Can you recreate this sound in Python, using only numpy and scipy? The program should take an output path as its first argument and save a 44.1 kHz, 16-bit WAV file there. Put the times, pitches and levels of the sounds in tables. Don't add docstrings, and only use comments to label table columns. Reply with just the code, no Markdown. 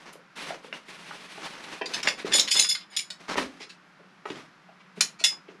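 import sys
import numpy as np
from scipy import signal
from scipy.fft import rfft, irfft
from scipy.io import wavfile
from scipy.ndimage import uniform_filter1d

SR = 44100
rng = np.random.default_rng(int(sys.argv[2]) if len(sys.argv) > 2 else 0)


def master_out(mix):
    frames = np.transpose(np.atleast_2d(mix))
    ceiling = np.clip(frames, -1, 1)
    pcm = np.round(ceiling * 32767).astype(np.int16)
    wavfile.write(sys.argv[1], SR, pcm)


N = 246959
TIME = np.arange(N) / SR
HIT = np.arange(SR // 2) / SR


def poles(neutral_db=-25.5, neutral_hz=5040):
    # (time [s], clack [dB], ring [dB], chatter [s], pitch the strike point favours [Hz])
    clinks = [(1.858, -34.5, -49, 0.006, 5540), (1.936, -27, -57, 0.011, 4500),
              (2.003, -41.5, -65, 0.0028, 4800), (2.03, -30.5, -44, 0.0083, 5100),
              (2.072, -26, -28, 0.0076, 2400), (2.086, -25.5, -34, 0.0026, 3400),
              (2.19, -40.5, -59, 0.021, 3850), (2.272, -40.5, -55, 0.012, 5500),
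              (2.318, -27.5, -46, 0.012, 3500), (2.333, -22.5, -16.5, .012, 3700),
              (2.35, -23.5, -17, 0.014, 4500), (2.378, -23.5, -46, 0.013, 4950),
              (2.394, -17, -30, 0.0077, 4970), (2.476, -29, -34, 0.011, 3700),
              (2.508, -21.5, -22, 0.018, 5300), (2.528, -24.5, -26.5, 0.048, 4740),
              (2.563, -31.5, -20, 0.031, 3700), (2.592, -17, -18.5, 0.0084, 5200),
              (2.621, -28, -26, 0.0071, 6900), (2.645, -31.5, -30, 0.0061, 3700),
              (2.688, -28, -19, 0.019, 5200), (2.712, -32.5, -31.5, 0.0047, 4700),
              (2.75, -31.5, -50, 0.0057, 3460), (2.79, -46.5, -69, 0.044, 5500),
              (2.9, -43, -51.5, .08, 5170), (2.965, -25, -28.5, 0.0096, 6760),
              (2.99, -31.5, -37, 0.007, 7300), (3.103, -36, -53, 0.0052, 6600),
              (3.599, -39.5, -54, 0.043, 5000), (3.689, -44, -58, 0.026, 7200),
              (4.255, -54, -64, 0.0053, 8500), (4.302, -46, -58, 0.0045, 5450),
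              (4.351, -48, -61, 0.014, 4300), (4.799, -54.5, -74, 0.015, 4230),
              (5.008, -17, -45, 0.0041, 4630), (5.189, -38, -53.5, 0.03, 5700),
              (5.239, -18, -17, 0.0085, 3700), (5.256, -34, -47, 0.014, 6000), (5.3, -46, -58, 0.007, 5400)]
    # (frequency [Hz], gain [dB])
    shell = [(200, -41), (700, -20.5), (1400, -14.5), (2200, 0), (3200, 0), (5000, 2), (6200, -6),
             (7600, -9), (10000, -16.5), (11800, -27), (13500, -32), (15000, -75)]
    out = np.zeros(N)
    shell_db = curve(shell, len(HIT))
    height = np.maximum(octaves(len(HIT)) - np.log2(5000), -2)
    for start, clack_db, ring_db, chatter, favoured_hz in clinks:
        hardness_db = max(clack_db, ring_db) - neutral_db
        tilt_db_per_octave = 0.41 * hardness_db + 7 * np.log2(favoured_hz / neutral_hz)
        clack = colour(contact(chatter, t60=0.019), shell_db + tilt_db_per_octave * height)
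        ring = tube_ring(chatter, favoured_hz)
        add(out, start, hit_level(clack, clack_db) + hit_level(ring, ring_db))
    return out


def tube_ring(chatter, favoured_hz, focus_db_per_octave=9, neighbours_db=-7, tubes=4):
    # (frequency [Hz], relative level [dB], t60 [s])
    modes = [(2138, -17, .2), (3468, -2.5, 0.064), (3700, -20.5, 0.073), (5100, -7, 0.2), (5300, -23, .16),
             (6967, 2, 0.06), (9050, -8, 0.12), (11180, -11.5, 0.11), (12820, -26.5, .12),
             (13600, -35.5, 0.1)]
    struck = np.arange(tubes)[:, None] == 0
    spread = np.where(struck, .003, .012)
    share = np.where(struck, 1, undb(neighbours_db))
    ring = 0
    for hz, db, t60 in modes:
        detune, phase = rng.standard_normal((2, tubes, 1))
        cycles = hz * (1 + spread * detune) * HIT + phase
        cluster = np.sum(share * np.sin(2 * np.pi * cycles), axis=0)
        mode_db = db - focus_db_per_octave * abs(np.log2(hz / favoured_hz))
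        ring = ring + hit_level(cluster * fade(HIT, t60), mode_db)
    return ring * (1 - np.exp(-HIT / (.5 * chatter)))


def contact(length, t60, rebounds_per_s=1100):
    chance, size = rng.random((2, len(HIT)))
    swell = np.minimum(HIT / (.5 * length), 1) * np.exp(-(HIT / length) ** 4)
    strikes = (chance < rebounds_per_s / SR) * (1 + size) / 2 * swell
    strikes[0] = min(.005 / length, 1.2)
    resonances = rng.standard_normal(len(HIT)) * fade(HIT, t60)
    return signal.fftconvolve(strikes, resonances)[:len(HIT)]


def knocks(low_hz=170, soft_hz=4500, rap_hz=2090, rap_octaves=0.45):
    # (time [s], body [dB], body centre [Hz], contact [s], rap [dB])
    touches = [(.128, -53.5, 8000, 0.0092, -59), (0.155, -48, 470, 0.0037, -67),
               (.505, -33, 710, 0.0038, -45), (.645, -43.5, 490, 0.0041, -54),
               (.727, -44.5, 650, 0.0028, -35), (1.109, -39, 950, 0.005, -65),
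               (1.378, -44.5, 440, 0.0051, -52), (1.812, -31, 510, 0.0099, -32.5),
               (2.074, -32, 710, 0.0019, -23), (2.246, -30.5, 306, 0.0077, -48),
               (2.34, -32.5, 430, 0.017, -50), (3.356, -33, 580, 0.0025, -41), (3.348, -52, 55, .02, -56),
               (3.37, -29, 306, 0.012, -43), (3.381, -27.5, 900, 0.0068, -29),
               (3.602, -46.5, 400, 0.0065, -48), (3.99, -53, 445, 0.015, -72), (4.255, -34, 760, .005, -54),
               (4.302, -36, 260, 0.0061, -43), (4.685, -51.5, 600, 0.0099, -69),
               (4.97, -40.5, 260, 0.011, -56.5), (5.007, -33, 1590, 0.0044, -39),
               (5.209, -46.5, 440, 0.0056, -55.5), (5.483, -45.5, 340, .008, -52.5)]
    out, pitch = np.zeros(N), octaves(len(HIT))
    bass_cut_db = 18 * np.clip(np.log2(low_hz) - pitch, 0, 2)
    top_cut_db = 8 * np.maximum(pitch - np.log2(soft_hz), 0)
    for start, body_db, body_hz, length, rap_db in touches:
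        body_octaves = 0.82 * np.cbrt(0.0024 / length)
        for db, hz, width in (body_db, body_hz, body_octaves), (rap_db, rap_hz, rap_octaves):
            hump_db = -11 * np.hypot(1, (pitch - np.log2(hz)) / width)
            burst = colour(contact(length, t60=0.015), hump_db - bass_cut_db - top_cut_db)
            add(out, start, hit_level(burst, db))
    return out


def bag(flutter_db=2.0):
    # (start [s], length [s], rub [dB], hiss relative to rub [dB])
    strokes = [(-.02, 0.048, -50.5, -5), (0.047, 0.047, -46, -9.5), (0.353, 0.071, -41, 2),
               (.45, 0.049, -41, 0.5), (0.5, 0.029, -42.5, -25), (0.622, 0.041, -55, 3.5),
               (0.724, 0.042, -46, -3.5), (0.872, .035, -48.5, 2), (1.398, 0.032, -38, -22),
               (1.511, 0.066, -44, -6.5), (1.654, 0.036, -42.5, -23), (1.703, 0.023, -43, -7),
               (1.873, .11, -40.5, -3), (2.036, 0.043, -34.5, -8), (2.17, 0.012, -39.5, -1.5),
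               (2.243, 0.19, -38, -6.5), (2.538, 0.05, -37, -4.5), (2.664, 0.02, -71, 2),
               (3.184, 0.416, -55, -4.5), (3.277, 0.052, -31.5, -7.5), (3.358, 0.022, -30, -2),
               (4.248, 0.16, -49.5, -6), (4.951, 0.13, -57, 4.5), (5.302, 0.023, -47, -29.5),
               (5.479, 0.038, -56.5, -13.5)]
    # (time [s], level [dB])
    slide_contour = [(0.85, -53), (0.888, -54.5), (1.162, -47.5), (1.198, -53), (1.46, -44.5),
                     (1.612, -58.5), (1.642, -46), (1.8, -53.5)]
    # (frequency [Hz], gain [dB])
    panel_tone = [(40, -14.5), (110, -20.5), (175, 2), (300, 1), (550, -1), (1000, 0.5), (2000, -2.5),
                  (3200, -11), (6000, -12), (12000, -45)]
    # (frequency [Hz], gain [dB])
    weave_tone = [(200, -49), (1000, -0.5), (2300, 8), (4000, 3.5), (6500, -7.5), (10000, -9), (12500, -23),
                  (15000, -38.5)]
    times, slide_db = np.transpose(slide_contour)
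    slide = stroke(times[0], times[-1]) * undb(np.interp(TIME, times, slide_db))
    rub, hiss = slide * undb(-0.5), slide * undb(2)
    for start, length, rub_db, hiss_db in strokes:
        pull = stroke(start, start + length) * undb(rub_db)
        rub = np.hypot(rub, pull)
        hiss = np.hypot(hiss, pull * undb(hiss_db))
    jerks = undb(flutter_db * wander(rate_hz=60))
    panel = unit_rms(colour(crinkle(), curve(panel_tone, N)))
    weave = unit_rms(colour(rng.standard_normal(N), curve(weave_tone, N)))
    return jerks * (panel * rub + weave * hiss)


def stroke(start, end, rise_s=0.022, t60=0.29):
    return np.clip((TIME - start) / rise_s, 0, 1) * fade(np.maximum(TIME - end, 0), t60)


def crinkle(slips_per_s=1200, spread_db=-3, smooth_gain=0.74):
    size = undb(spread_db * np.minimum(rng.exponential(size=N), 2))
    slips = (rng.random(N) < slips_per_s / SR) * size * rng.uniform(-1, 1, N)
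    return unit_rms(unit_rms(slips) + smooth_gain * rng.standard_normal(N))


def workshop(x, wet_db, predelay_s=0.0037):
    # (frequency [Hz], t60 [s])
    decay = [(150, 0.538), (500, 0.26), (1500, 0.15), (5000, 0.17), (12000, 0.16)]
    # (frequency [Hz], side gain [dB])
    side_tone = [(60, -21), (130, -37), (1000, -46), (4000, -47), (8000, -31.5), (11000, -17.5),
                 (13000, -6.5)]
    hz, t60 = np.transpose(decay)
    pitch, tails = octaves(len(HIT)), 0
    noise = rfft(rng.standard_normal((2, len(HIT))))
    for octave in range(5, 15):
        band = irfft(noise * np.maximum(1 - abs(pitch - octave), 0), len(HIT))
        tails = tails + band * fade(HIT, np.interp(octave, np.log2(hz), t60))
    tails = tails * (HIT > predelay_s)
    mid, side = (signal.fftconvolve(x, tail / np.sqrt(np.sum(tail ** 2)))[:N] for tail in tails)
    centre = (x + undb(wet_db) * mid) / np.hypot(1, undb(wet_db))
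    return centre + colour(side, curve(side_tone, N)) * np.array([[1], [-1]])


def room_air(air_db=-57, drone_hz=182, drone_width_hz=22, drone_db=-63):
    # (frequency [Hz], gain [dB])
    air_tone = [(15, -27), (25, -16), (90, -28), (158, -1), (181, -4.5), (264, -3), (335, -2.5), (475, -9),
                (1350, -0.5), (2130, -6), (3930, -16), (5140, -17.5), (8550, -32), (11500, -33.5),
                (15000, -91.5)]
    air = unit_rms(colour(rng.standard_normal(N), curve(air_tone, N)))
    resonance = signal.iirpeak(drone_hz, drone_hz / drone_width_hz, fs=SR)
    drone = signal.lfilter(*resonance, rng.standard_normal(N))
    drone = signal.lfilter(*signal.iirpeak(drone_hz, 2, fs=SR), drone)
    return undb(air_db) * air + undb(drone_db) * unit_rms(drone)


def undb(db):
    return 10 ** (np.asarray(db) / 20)


def unit_rms(x):
    return x / np.sqrt(np.mean(x ** 2))


def hit_level(x, db):
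    return x * undb(db) * np.sqrt(SR / 50 / np.sum(x ** 2))


def octaves(size):
    return np.log2(np.maximum(np.fft.rfftfreq(size, 1 / SR), 1))


def curve(points, size):
    hz, db = np.transpose(points)
    return np.interp(octaves(size), np.log2(hz), db)


def colour(x, db):
    size = len(x)
    cepstrum = irfft(np.log(undb(db)), size)
    cepstrum[1:size // 2] *= 2
    cepstrum[size // 2 + 1:] = 0
    return irfft(rfft(x) * np.exp(rfft(cepstrum)), size)


def fade(t, t60):
    return np.exp(-np.log(1000) * t / t60)


def wander(rate_hz):
    hold = max(int(SR / rate_hz), 2)
    steps = np.repeat(rng.standard_normal(N // hold + 1), hold)
    return unit_rms(uniform_filter1d(steps, hold)[:N])


def add(track, start_s, sound):
    start = int(start_s * SR)
    track[start:start + len(sound)] += sound[:N - start]


def scene():
    hits = workshop(poles(), wet_db=-3.0) + workshop(knocks(), wet_db=-3.5)
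    return hits + workshop(bag(), wet_db=-15) + room_air()


def record(dry, ceiling=.72, top_hz=14500):
    rounded = dry / (1 + (dry / ceiling) ** 4) ** (1 / 4)
    return signal.sosfilt(signal.ellip(8, .2, 70, top_hz, fs=SR, output="sos"), rounded)


dry = scene()
out = record(dry)
master_out(out)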